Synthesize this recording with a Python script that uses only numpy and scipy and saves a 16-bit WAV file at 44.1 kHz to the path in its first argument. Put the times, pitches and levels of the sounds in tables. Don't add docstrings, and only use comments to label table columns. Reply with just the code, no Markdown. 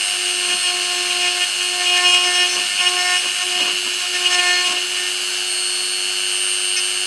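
import sys
import numpy as np
from scipy import signal
from scipy.fft import rfft, irfft
from scipy.io import wavfile

SR = 44100
rng = np.random.default_rng(int(sys.argv[2]) if len(sys.argv) > 2 else 0)


def dump_mix(stems):
    frames = np.atleast_2d(stems).T
    limited = np.clip(frames, -1, 1)
    pcm = np.round(limited * 32767).astype(np.int16)
    wavfile.write(sys.argv[1], SR, pcm)


N = 311346
TIME = np.arange(N) / SR
MAINS_HZ, FIRST_SURGE_S = 50.025, .00967


def from_db(db):
    return 10 ** (np.asarray(db) / 20)


def unit_power(x):
    return x / np.sqrt(np.mean(x ** 2) + 1e-20)


def automation(rows):
    times, *columns = np.transpose(rows)
    return [np.interp(TIME, times, column) for column in columns]


def drift(rate_hz):
    hz = np.fft.rfftfreq(N, 1 / SR)
    return unit_power(irfft(rfft(rng.standard_normal(N)) / (1 + (hz / rate_hz) ** 2), N))


def noise(spectrum):
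    hz, db = np.transpose(spectrum)
    gain = from_db(np.interp(np.log(np.fft.rfftfreq(N, 1 / SR) + 1), np.log(hz), db))
    return unit_power(irfft(rfft(rng.standard_normal(N)) * gain, N))


def high_pass(x, hz):
    return signal.sosfilt(signal.butter(4, hz, "high", fs=SR, output="sos"), x)


def resonate(x, hz, width_hz):
    r = np.exp(-np.pi * width_hz / SR)
    feedback = [1, -2 * r * np.cos(2 * np.pi * hz / SR), r * r]
    return signal.lfilter(np.array([1, 0, -1]) * (1 - r * r) / 2, feedback, x)


def body(force, modes, wander_db, wander_hz):
    softened = signal.sosfilt(signal.butter(3, 9000, fs=SR, output="sos"), force)
    return unit_power(sum(
        (-1) ** k * resonate(softened, hz, width) * from_db(db + wander_db * drift(wander_hz))
        for k, (hz, width, db) in enumerate(modes)))


def blows(turns, rough, slip_turns):
    position = turns + slip_turns * drift(150)
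    at = np.flatnonzero(np.diff(np.floor(position)) > 0)
    late = (np.ceil(position[at]) - position[at]) / (position[at + 1] - position[at])
    strength = np.exp(rough * rng.standard_normal(N))[at]
    force = np.zeros(N)
    force[at], force[at + 1] = strength * (1 - late), strength * late
    return force


def burst(start_s, length_s, edge_s):
    return np.clip(np.minimum(TIME - start_s, start_s + length_s - TIME) / edge_s + .5, 0, 1)


def contacts(rows, edge_s):
    return sum(from_db(db) * burst(start, length, edge_s) for start, length, db in rows)


def mains_surge(width):
    offset = ((TIME - FIRST_SURGE_S) * 2 * MAINS_HZ + .5) % 1 - .5
    return np.exp(-.5 * (offset / width) ** 2)


def in_hole():
    return np.clip((5.2 - TIME) / 0.16, 0, 1)


# time_s, level_db
FEED_PASSES = [
    [(0.44, -42.5), (0.53, -32.5), (0.61, -41.5), (0.666, -36), (1.196, -33), (1.258, -29.5), (1.408, -37),
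     (1.506, -42), (1.54, -48)],
    [(1.58, -43), (1.602, -42), (2.026, -27), (2.452, -30.5), (2.516, -41), (2.526, -36), (2.63, -38),
     (2.694, -47), (2.72, -43)],
    [(2.76, -44), (2.774, -45), (2.82, -30.5), (2.98, -31), (3.118, -30), (3.18, -33.5), (3.234, -47),
     (3.26, -34), (3.32, -46)],
    [(3.36, -42), (3.426, -31), (3.482, -42), (3.544, -33), (3.706, -38), (3.762, -59), (3.774, -42),
     (3.798, -58), (3.82, -56)],
    [(3.98, -47), (4.048, -35), (4.11, -49), (4.142, -40), (4.37, -28), (4.744, -33), (4.878, -50.5),
     (4.93, -43.5), (5.15, -43)],
]

def feed_db(full_feed_db=-27):
    level_db, = automation(np.concatenate(FEED_PASSES))
    return level_db - full_feed_db


# start_s, length_s, level_db
GRIP_SHIFTS = [(.45, 0.22, -54), (1.0, .28, -56), (2.57, 0.23, -52), (3.55, 0.17, -48.5), (5.85, .45, -61)]

def grip():
    rumble = rng.standard_normal(N)
    for _ in range(2):
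        rumble = resonate(rumble, hz=200, width_hz=64)
    return contacts(GRIP_SHIFTS, edge_s=0.24) * unit_power(rumble)


# frequency_hz, relative_db
AIR_EQ = [(25, -36), (110, -25), (200, -14.5), (450, -14), (760, -6), (1000, -9.5), (1500, 1), (2500, 3.5),
          (3600, 1.5), (5100, 1.5), (6400, 2), (8000, -3), (10200, -7), (12000, -19), (15700, -31)]

def cooling_air():
    return from_db(-24.5 + .4 * drift(3)) * noise(AIR_EQ)


def shaft_tone(turns, harmonic):
    return np.sqrt(2) * np.sin(2 * np.pi * harmonic * turns + rng.uniform(0, 2 * np.pi))


# start_s, length_s, depth_db
HUM_DUCKS = [(.0, 0.16, 11), (0.583, .045, 11), (1.43, 0.13, 10), (2.658, 0.18, 13), (2.99, 0.29, 5.5),
             (3.35, .08, 22), (4.0, 0.072, 17)]

def shaft_hum(turns, unbalance_db=-40, side_load_db=-39.5):
    side_load = in_hole() * from_db(side_load_db + feed_db())
    duck_db = sum(depth * burst(start, length, edge_s=.07) for start, length, depth in HUM_DUCKS)
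    waver_db = 1.6 * in_hole() * drift(14)
    return (from_db(unbalance_db) + side_load) * from_db(waver_db - duck_db) * shaft_tone(turns, 1)


# time_s, level_db
BUZZ_LEVELS = [(0, -25), (.5, -26), (3.9, -25.5), (4.5, -28), (5.0, -25.5), (5.9, -27), (6.25, -23.5),
               (7.06, -24.5)]

def armature_buzz(turns, slots=8):
    level_db, = automation(BUZZ_LEVELS)
    flutter_db = (1 + .8 * in_hole()) * drift(45)
    buzz = unit_power(mains_surge(width=0.087) * np.cos(2 * np.pi * slots * turns))
    return from_db(level_db + flutter_db) * buzz


# time_s, blade_db, octave_db
FAN_LEVELS = [(0.0, -40, -29.5), (0.49, -34, -31.5), (0.65, -36, -28), (0.73, -33, -33.5),
              (1.38, -36, -34.5), (2.08, -31.5, -34), (2.12, -36, -32.5), (2.87, -34.5, -34),
              (3.03, -35, -38), (3.13, -40, -33), (3.52, -41, -37), (3.6, -34, -48), (3.66, -35, -40),
              (4.07, -39, -44), (4.38, -32.5, -36), (4.56, -28, -46), (4.68, -35.5, -36), (4.86, -37, -45),
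              (4.93, -41.5, -38), (5.44, -33.5, -40), (5.5, -33, -27), (5.64, -30, -31),
              (5.92, -30.5, -28.5), (6.09, -30.5, -38), (6.41, -36, -26), (7.0, -36, -30.5),
              (7.06, -33, -35)]
# shaft_harmonic, level_db
MOTOR_OVERTONES = [(2, -51.5), (3, -53), (10, -38.5), (11, -42), (13, -38), (14, -55), (15, -47),
                   (17, -43.5), (20, -46), (21, -45), (22, -43.5), (23, -45.5), (25, -44.5), (26, -63),
                   (27, -45.5), (28, -48), (29, -54), (30, -79), (31, -68), (32, -55)]

def whine(turns, blades=12):
    blade_db, octave_db = automation(FAN_LEVELS)
    tones = from_db(blade_db + 5.5 + 1.3 * drift(21)) * shaft_tone(turns, blades)
    tones += from_db(octave_db + 2.3 + 1.44 * drift(12)) * shaft_tone(turns, 2 * blades)
    facing_db = 0.078 * (octave_db - np.mean(octave_db))
    for harmonic, level_db in MOTOR_OVERTONES:
        beam_db = facing_db * (harmonic > 2 * blades)
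        tones += from_db(level_db + 2.7 * drift(20) + beam_db) * shaft_tone(turns, harmonic)
    return tones


# pitch_hz, width_hz, relative_db
RIM_MODES = [(1800, 150, -4), (2550, 200, -1), (4700, 180, -3), (5060, 180, -2), (5420, 180, 0),
             (6130, 200, 0)]
# start_s, length_s, level_db
RIM_GRAZES = [(2.063, .08, -37), (2.24, .055, -25), (2.336, 0.042, -23), (2.486, 0.079, -21.5),
              (3.002, 0.022, -28), (3.163, .037, -28), (6.765, 0.035, -19)]

def squeals(turns):
    force = high_pass(blows(turns, rough=.1, slip_turns=.0018), 1900)
    return body(force, RIM_MODES, wander_db=2, wander_hz=15) * contacts(RIM_GRAZES, edge_s=0.012)


# pitch_hz, width_hz, relative_db
CHUCK_MODES = [(2150, 90, -14), (2505, 90, -5.5), (2870, 80, 0), (3225, 90, -8.5)]

def chuck_rattle(force, wander_db, wander_hz):
    return body(high_pass(force, 1900), CHUCK_MODES, wander_db, wander_hz)


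# pitch_hz, width_hz, relative_db
MODEL_MODES = [(188, 42, -1), (292, 31, 2.5), (586, 290, -1.5), (720, 180, -4), (1065, 160, 2)]
# start_s, length_s, thud_db, rattle_db
CATCHES = [(0.44, .12, -42, -29), (2.553, 0.068, -36, -28), (2.784, 0.033, -41, -15),
           (3.215, 0.059, -39, -27), (3.595, 0.015, -29, -16), (3.619, 0.094, -34.5, -23.5),
           (3.713, .022, -36, -32), (3.853, 0.032, -34, -29), (4.145, .024, -54, -23),
           (4.25, 0.013, -56, -15), (4.678, .06, -33.5, -25), (4.758, .03, -39, -25)]

def judders(hop_hz=260):
    hop_count = np.cumsum(hop_hz * from_db(2.5 * drift(60))) / SR
    hops = blows(hop_count, rough=.2, slip_turns=.02)
    thud = body(high_pass(hops, 140), MODEL_MODES, wander_db=2.5, wander_hz=22)
    rattle = chuck_rattle(hops, wander_db=1.5, wander_hz=15)
    return sum(
        burst(start, length, edge_s=0.023) * (from_db(thud_db) * thud + from_db(rattle_db) * rattle)
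        for start, length, thud_db, rattle_db in CATCHES)


# frequency_hz, relative_db
RASP_EQ = [(300, -31), (1000, -13.5), (2400, 5.5), (4000, 0.5), (6300, 0), (8000, -5.5), (10000, -20.5),
           (12000, -35), (15700, -34)]
# start_s, length_s, level_db
CHIP_TEARS = [(1.225, 0.045, -21.5), (1.94, 0.12, -25), (2.24, .06, -30), (4.30, .06, -21),
              (4.71, .025, -17)]

def rasp(turns):
    scrape = in_hole() * from_db(-23.5 + 0.36 * feed_db())
    gain = np.hypot(contacts(CHIP_TEARS, edge_s=.03), scrape)
    grain_db = 0.95 * np.cos(2 * np.pi * (turns - .1)) + 3 * drift(71)
    return gain * noise(RASP_EQ) * unit_power(from_db(grain_db))


# pitch_hz, width_hz, relative_db
PLASTIC_MODES = [(700, 100, 0), (1070, 260, -2), (1370, 240, -10)]

def plastic_drone(turns, torque):
    shoves = blows(turns, rough=.06, slip_turns=.002) * torque
    drone = body(high_pass(shoves, 474), PLASTIC_MODES, wander_db=2, wander_hz=5.7)
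    return in_hole() * from_db(-25 + feed_db()) * drone


# pitch_hz, width_hz, relative_db
BURR_MODES = [(1420, 300, -7.5), (1792, 80, 3.5), (2150, 120, -.5), (2490, 140, -10)]
SHANK_MODES = [(3470, 160, -26), (3790, 110, 1), (4770, 190, -6), (4980, 200, -6), (5380, 69, 3),
               (5540, 140, -4), (6350, 310, -3.5), (7470, 180, -3.5), (7930, 300, -4), (9480, 250, -2)]
# start_s, length_s, level_db
WALL_BITES = [(.495, 0.051, -26.5), (.64, 0.036, -29), (1.21, 0.077, -27), (1.40, 0.046, -23),
              (1.79, 0.049, -25.5), (1.965, .105, -22), (2.26, 0.19, -23), (2.69, 0.064, -28),
              (2.805, 0.073, -22.5), (2.97, 0.059, -21), (3.04, 0.13, -19), (3.39, 0.041, -28),
              (4.135, 0.047, -24.5), (4.31, .12, -23), (4.43, 0.16, -20), (4.60, 0.044, -24.5),
              (4.97, 0.12, -31.5), (6.765, 0.033, -26)]
CHUCK_CHATTERS = [(.26, 0.064, -26.5), (.495, 0.049, -22), (.63, 0.078, -22), (.82, 0.032, -32),
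                  (.91, 0.036, -31), (1.10, 0.02, -18.5), (1.19, 0.11, -22), (1.405, 0.041, -18),
                  (1.60, 0.08, -24.5), (1.855, .145, -18.5), (2.045, 0.07, -13), (2.125, .045, -12.5),
                  (2.17, 0.13, -19.5), (2.33, .14, -18.5), (2.857, 0.028, -14), (2.975, 0.046, -25),
                  (3.13, 0.074, -21.5), (3.26, 0.034, -25), (3.548, 0.013, -18.5), (3.61, .025, -17.5),
                  (4.258, 0.02, -14), (4.33, 0.018, -22), (4.385, 0.02, -14), (4.45, 0.17, -23.5),
                  (4.64, 0.041, -18)]

def knock_and_chatter(turns, torque):
    light_knock = in_hole() * from_db(-33.5 + 0.22 * feed_db() + 2 * drift(25))
    light_rattle = in_hole() * from_db(-30.5 + 0.25 * feed_db() + 2 * drift(41))
    knock_gain = np.hypot(contacts(WALL_BITES, edge_s=.035), light_knock)
    rattle_gain = np.hypot(contacts(CHUCK_CHATTERS, edge_s=.022), light_rattle)
    ring_gain = np.hypot(from_db(-8) * knock_gain, from_db(-12) * rattle_gain)
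    wall_hits = blows(turns, rough=.06, slip_turns=.0015)
    chuck_hits = blows(turns + 3 / 8, rough=.055, slip_turns=.0015)
    knock = body(high_pass(wall_hits, 1270), BURR_MODES, wander_db=1.3, wander_hz=8)
    rattle = chuck_rattle(chuck_hits * torque ** .5, wander_db=1.1, wander_hz=9)
    ring = body(high_pass(wall_hits * torque ** 2, 4370), SHANK_MODES, wander_db=4, wander_hz=12)
    return knock_gain * knock + rattle_gain * rattle + ring_gain * ring


# centre_hz, width_hz, depth_fraction (capped at max_depth)
MIC_DIPS = [(1952, 280, 0.8), (3667, 380, 0.57), (4480, 290, 0.54), (5730, 550, 1), (6890, 330, 1),
            (7280, 250, 0.16), (15000, 600, .75)]

def mic_colour(sound, max_depth=.8):
    for hz, width, depth in MIC_DIPS:
        sound = sound - min(depth, max_depth) * resonate(sound, hz, width)
    return sound


# time_s, speed_hz
SPINDLE_SPEED = [(0, 359.1), (.25, 359), (.44, 357.7), (.62, 358.3), (.8, 357.7), (1.33, 357.2),
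                 (1.57, 359.4), (2.05, 357.6), (2.35, 358.8), (2.52, 358.2), (2.7, 359.2), (3.33, 360.7),
                 (3.66, 359.5), (4.1, 360.2), (4.45, 357.7), (4.96, 360.6), (6.39, 363.2), (6.7, 362.4),
                 (7.06, 362.3)]

def scene():
    speed_hz, = automation(SPINDLE_SPEED)
    ripple_hz = .6 * np.sin(2 * np.pi * 2 * MAINS_HZ * (TIME - FIRST_SURGE_S))
    torque = unit_power(from_db(4.7 * mains_surge(width=0.21)))
    turns = np.cumsum(speed_hz + ripple_hz + 0.16 * drift(25)) / SR
    motor = shaft_hum(turns) + armature_buzz(turns) + whine(turns) + cooling_air()
    drilling = rasp(turns) + plastic_drone(turns, torque) + knock_and_chatter(turns, torque)
    mix = mic_colour(grip() + motor + squeals(turns) + judders() + drilling)
    return np.array([mix, mix])


def record(dry):
    cutoff_hz = 15750
    return signal.sosfilt(signal.ellip(14, .1, 90, cutoff_hz, fs=SR, output="sos"), dry)


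dry = scene()
out = record(dry)
dump_mix(out)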